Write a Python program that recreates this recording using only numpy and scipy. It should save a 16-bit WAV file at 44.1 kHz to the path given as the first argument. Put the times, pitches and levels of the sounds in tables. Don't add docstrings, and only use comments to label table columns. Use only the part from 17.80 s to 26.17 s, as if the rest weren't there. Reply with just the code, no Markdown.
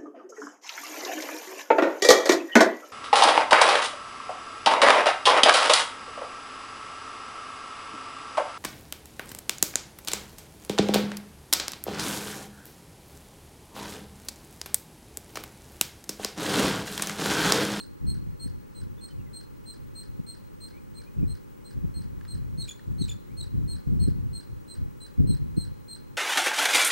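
import sys
import numpy as np
from scipy import signal
from scipy.fft import rfft, irfft, next_fast_len
from scipy.io import wavfile

SR = 44100
rng = np.random.default_rng(int(sys.argv[2]) if len(sys.argv) > 2 else 0)


def persist_wave(psi):
    counts = np.round(np.clip(psi, -1, 1) * 32767).astype(np.int16)
    wavfile.write(sys.argv[1], SR, np.atleast_2d(counts).T)


N = 369116

# start in seconds, length in seconds, pitch in Hz, crest level in dB,
# closing fall as a fraction of the pitch.
WHISTLES = [(-0.025, .042, 4290, -37.5, 0.064), (0.265, 0.061, 4225, -42, 0.023),
            (.594, 0.06, 4232, -44, .014), (0.946, 0.046, 4120, -53.5, .03),
            (1.208, 0.058, 4204, -47.5, 0.012), (1.53, 0.058, 4176, -44, 0.013),
            (1.857, 0.061, 4162, -45.5, 0.036), (2.15, 0.062, 4186, -44.5, 0.034),
            (2.463, 0.064, 4200, -45, 0.035), (2.803, 0.06, 4164, -47, 0.0054),
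            (3.145, .05, 4160, -52, .013), (3.475, 0.055, 4150, -51.5, 0.0044),
            (3.845, 0.041, 4140, -51.5, .006), (4.139, 0.058, 4225, -47.5, 0.044),
            (4.477, 0.052, 4190, -45.5, 0.051), (4.774, 0.057, 4365, -38, 0.13),
            (5.18, 0.054, 4435, -40, 0.19), (5.568, .05, 4340, -41, 0.145),
            (5.876, 0.066, 4250, -42.5, .083), (6.196, .063, 4237, -44, 0.062),
            (6.529, 0.058, 4200, -44, 0.047), (6.878, 0.052, 4110, -49, 0.023),
            (7.202, 0.04, 4074, -44.5, 0.017), (7.47, 0.056, 4180, -43, 0.071),
            (7.764, 0.064, 4194, -41.5, 0.059), (8.08, 0.06, 4186, -41, 0.039)]
# delay in seconds, gain in dB.
REFLECTIONS = [(.02001, -6), (.02743, -12), (.039, -19), (.067, -24)]
# start in seconds, length in seconds, relative opening level in dB.
WIND_GUSTS = [(0.238, .3, -27), (0.63, 0.18, -33), (1.011, 0.15, -33.5), (1.35, .17, -31.5), (2, .13, -40),
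              (2.305, 0.18, -38.5), (3.386, 0.15, -23.5), (3.965, 0.15, -26.5), (4.175, 0.38, -33),
              (4.542, 0.32, -29), (5.09, 0.28, -27), (5.513, 0.31, -34), (5.754, 0.23, -25),
              (6.089, 0.24, -19.5), (6.362, 0.21, -26.5), (6.72, 0.082, -32), (7.006, 0.073, -27),
              (7.409, 0.14, -17.5), (7.612, 0.31, -29)]
# time of the peak in seconds, relative level in dB.
WIND_BUFFETS = [(.245, -44), (.663, -29), (1.025, -39), (2.398, -27), (3.434, -18), (4.048, -22.5),
                (4.255, -32), (4.788, -32.5), (5.217, -20), (6.284, -17), (7.503, -25), (7.779, -20.5)]
# start and length in seconds, first and last nominal pitch in Hz, relative dB.
BIRD_NOTES = [(1.175, 0.035, 3580, 3600, -68), (1.298, 0.029, 3190, 3050, -63),
              (1.388, 0.037, 2920, 2700, -69), (1.456, 0.036, 2190, 2010, -68),
              (2.918, 0.047, 2130, 2420, -67), (2.953, 0.044, 2260, 2590, -63),
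              (3.186, .03, 2540, 2350, -67), (3.257, 0.038, 2390, 2640, -65), (3.379, .03, 2740, 2710, -71),
              (3.412, 0.041, 2425, 2550, -67), (5.477, 0.064, 1910, 2670, -70)]
# start in seconds, level in dB.
DRY_TICKS = [(4.41, -46.5), (4.451, -43.5), (4.994, -50.5)]
# start in seconds, length in seconds, pitch in Hz, relative level in dB.
SHARP_CHIPS = [(4.889, 0.0124, 3486, -35.5), (5.2923, 0.013, 3560, -37)]

# multiple of the pitch, relative level in dB.
SQUEAK_PARTIALS = [(1, 0), (2, -14), (3, 0), (4, -12), (5, -12), (6, -14)]
CHIP_PARTIALS = [(1, -6), (2, -5.5), (3, -20), (4, -26)]

# frequency in Hz, relative level in dB.
COMMON_HISS = [(12, -16), (20, -6.5), (217, -4), (270, -7), (302, -7.5), (337, -7.5), (511, -13.5),
               (693, -16.5), (1020, -17), (2280, -25.5), (4080, -31.5), (4430, -32.5), (6360, -32),
               (15000, -35.5)]
OPPOSED_HISS = [(12, -25), (20, -5.5), (49, -9.5), (87, -13), (118, -20), (178, -7.5), (235, -9), (278, -9),
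                (525, -15.5), (674, -23), (940, -22), (3270, -48), (15000, -48.5)]
LARGE_EDDIES = [(15, -25), (40, 2), (90, 5.5), (150, 0), (250, -11.5), (400, -23), (600, -37), (1000, -46),
                (3000, -82)]
SMALL_EDDIES = [(30, -9.5), (170, 7.5), (330, -5), (500, -18), (900, -45), (3000, -74)]
SQUEAK_RASP = [(1000, -4), (1600, 9.5), (2500, -11), (4700, 9.5), (5800, -43), (7200, -5), (9800, 0),
               (14000, -31)]
TICK_SPECTRUM = [(500, -30), (1200, -5), (1750, 4), (2400, -14), (3200, -14), (5500, -19), (10000, -37),
                 (15000, -35)]
CHIP_RASP = [(1500, -34), (2500, -1.5), (4800, -4), (6000, -12), (7200, 2.5), (9000, -14), (14000, -20)]


def amp(db):
    return 10 ** (np.asarray(db) / 20)


def unit(x):
    return x / np.sqrt(np.mean(x ** 2) + 1e-20)


def add(mix, start, sound):
    first = round(start * SR)
    sound = sound[max(-first, 0):]
    part = mix[max(first, 0):][:len(sound)]
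    part += sound[:len(part)]


def noise(spectrum):
    hz, db = np.transpose(spectrum)
    gain = amp(np.interp(np.log(np.fft.rfftfreq(N, 1 / SR) + 1), np.log(hz), db))
    return unit(irfft(rfft(rng.standard_normal(N)) * gain, N))


def wander(rate_hz):
    gain = np.exp(-(np.fft.rfftfreq(N, 1 / SR) / rate_hz) ** 2)
    return unit(irfft(rfft(rng.standard_normal(N)) * gain, N))


def course(length):
    return np.arange(0, length, 1 / SR) / length


def under(x, start, note):
    return np.take(x, round(start * SR) + np.arange(len(note)), mode="wrap")


def voice(hz, partials):
    phase = 2 * np.pi * np.cumsum(hz) / SR
    return np.sqrt(2) * sum(amp(db) * np.sin(k * phase) for k, db in partials)


def spread(mid, side):
    return np.array([mid + side, mid - side])


def chirps(calm_hz=4240, shrill_hz=4407, attack_s=.005, crest_s=.041, release_s=.006):
    out, tremble, flutter = np.zeros(N), wander(rate_hz=410), wander(rate_hz=130)
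    for start, length, hz, db, fall in WHISTLES:
        u = course(length)
        t = u * length
        strain = np.clip((hz - calm_hz) / (shrill_hz - calm_hz), 0, 1) ** 2
        scoop = (.012 + .094 * strain) * np.exp(-t / .00856)
        sag = fall * np.exp((u - 1) / (.0826 + fall))
        jitter = (.0004 + .0073 * strain) * under(tremble, start, u)
        doubling_db = -21 + 20 * np.log10(strain + 1e-3)
        octave_db = -4 - .18 * (db + 46.5) - 3 * strain
        third_db = octave_db - 19 + strain
        partials = [(1, 0), (2, octave_db), (3, third_db), (.5, doubling_db - 12.5), (1.5, doubling_db)]
        tone = voice(hz * (1 - scoop - sag + jitter), partials)
        swell_db = -(12 + 8 * strain) * np.maximum(1 - t / crest_s, 0) ** 1.3
        fade_db = -260 * np.maximum(t - crest_s, 0)
        level = amp(db + swell_db + fade_db + 1.5 * under(flutter, start, u))
        attack = np.sin(np.pi / 2 * np.minimum(t / attack_s, 1))
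        release = np.sin(np.pi / 2 * np.minimum((length - t) / release_s, 1))
        add(out, start, tone * level * attack * release)
    return out


def echoes(x):
    size = next_fast_len(N + SR // 4)
    hz = np.fft.rfftfreq(size, 1 / SR)
    response = 1 + sum(amp(db) * np.exp(-2j * np.pi * hz * delay) for delay, db in REFLECTIONS)
    return irfft(rfft(x, size) * response, size)[:N]


def scatter(x, t60, dull_hz=6000, onset_s=.0039):
    t = np.arange(SR) / SR
    tail = rng.standard_normal((2, SR)) * amp(-60 * t / t60) * np.clip(t / onset_s - 1, 0, 1)
    tail = signal.lfilter(*signal.butter(2, dull_hz, fs=SR), tail / np.linalg.norm(tail[0]))
    return signal.fftconvolve(x[None], tail, axes=1)[:, :N]


def hiss_and_whine(whine_hz=15735, throb_hz=13.5):
    throb = 1 + np.cos(2 * np.pi * throb_hz * np.arange(N) / SR) / 2
    whine = amp(-69) * throb * voice(np.full(N, whine_hz), [(1, 0)])
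    return spread(amp(-56) * noise(COMMON_HISS) + whine, amp(-47) * noise(OPPOSED_HISS))


def airflow(breeze_db=-46.5, rise_s=.022, sag_db=7, fall_s=.022):
    t = np.arange(N) / SR
    power = amp(breeze_db) ** 2
    for start, length, db in WIND_GUSTS:
        early, late = np.maximum(start - t, 0), np.maximum(t - start - length, 0)
        edges = np.exp(-(early / rise_s) ** 2 - late / fall_s)
        level = amp(db - sag_db * np.clip((t - start) / length, 0, 1))
        power = power + (edges * level) ** 2
    return np.sqrt(power)


def wind(mid_db=-14, side_db=-1, buffet_s=.0074):
    t = np.arange(N) / SR
    gust_db = 20 * np.log10(airflow())
    push = amp(gust_db + 2 * wander(rate_hz=38))
    buffets = sum(amp(db) * np.exp(-((t - peak) / buffet_s) ** 2) for peak, db in WIND_BUFFETS)
    fine_push = buffets + push * amp(4.75 + .5 * gust_db)
    mid, side = (push * noise(LARGE_EDDIES) + fine_push * noise(SMALL_EDDIES) for _ in range(2))
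    return spread(amp(mid_db) * mid, amp(side_db) * side) * amp([[.4], [-.4]])


def squeaks(high_hz=2150, low_hz=1380, gap_s=.018, after_chip_s=.017):
    out, tremble, rasp = np.zeros(N), wander(rate_hz=1400), noise(SQUEAK_RASP)
    starts = [start + length + gap_s for start, length, *_ in WHISTLES]
    starts += [start + after_chip_s for start, *_ in SHARP_CHIPS]
    for start in starts:
        u = course(length=.014)
        glide = low_hz + (high_hz - low_hz) * (1 - u) ** 1.71
        pitch = glide * (1 + .027 * under(tremble, start, u))
        add(out, start, amp(-61) * voice(pitch, SQUEAK_PARTIALS) * np.sin(np.pi * u))
        u = course(length=.04)
        add(out, start, amp(-68) * under(rasp, start, u) * np.sqrt(np.sin(np.pi * u)))
    return out


def bird(detune=.97):
    out, tremble = np.zeros(N), wander(rate_hz=320)
    for start, length, first_hz, last_hz, db in BIRD_NOTES:
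        u = course(length)
        glide = first_hz + (last_hz - first_hz) * u
        pitch = detune * glide * (1 + .014 * under(tremble, start, u))
        add(out, start, voice(pitch, [(1, db)]) * np.sin(np.pi * u))
    return out


def ticks(t60=.029):
    out, body, t = np.zeros(N), noise(TICK_SPECTRUM), np.arange(SR // 10) / SR
    for start, db in DRY_TICKS:
        add(out, start, amp(db - 60 * t / t60) * under(body, start, t))
    return out


def chips(catch_hz=2430, lead_s=.0083, fall=.073):
    out, rasp = np.zeros(N), noise(CHIP_RASP)
    for start, length, hz, db in SHARP_CHIPS:
        u = course(length)
        bright = voice(hz * (1 - fall * u ** 3), CHIP_PARTIALS)
        add(out, start, amp(db) * bright * signal.windows.tukey(len(u), .5))
        u = course(length=.009)
        catch = voice(catch_hz * (1.04 - .095 * u), [(1, -4.5), (2, -27)])
        add(out, start - lead_s, amp(db - 10) * catch * np.sin(np.pi * u))
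        u = course(length=.024)
        add(out, start - 2 * lead_s, amp(db - 13) * under(rasp, start, u) * np.sin(np.pi * u))
    return out


def scene():
    squirrel = chirps() + squeaks() + chips()
    song, taps = bird(), ticks()
    walls = amp(-8) * scatter(squirrel + taps, t60=.14, dull_hz=11700, onset_s=.01)
    trees = amp(-16.5) * scatter(squirrel, t60=.9, onset_s=.03)
    near = (echoes(squirrel) + taps) * amp([[.3], [-.3]])
    distant = amp(1.5) * song + amp(-5) * scatter(song, t60=.27)
    return near + walls + trees + distant + wind() + hiss_and_whine()


def record(dry, notch_hz=695, width_hz=210, cutoff_hz=15900):
    notched = signal.lfilter(*signal.iirnotch(notch_hz, notch_hz / width_hz, SR), dry)
    lowpass = signal.firwin(1023, cutoff_hz, window=("kaiser", 9), fs=SR)
    return signal.oaconvolve(notched, lowpass[None], "same")


dry = scene()
out = record(dry)
persist_wave(out)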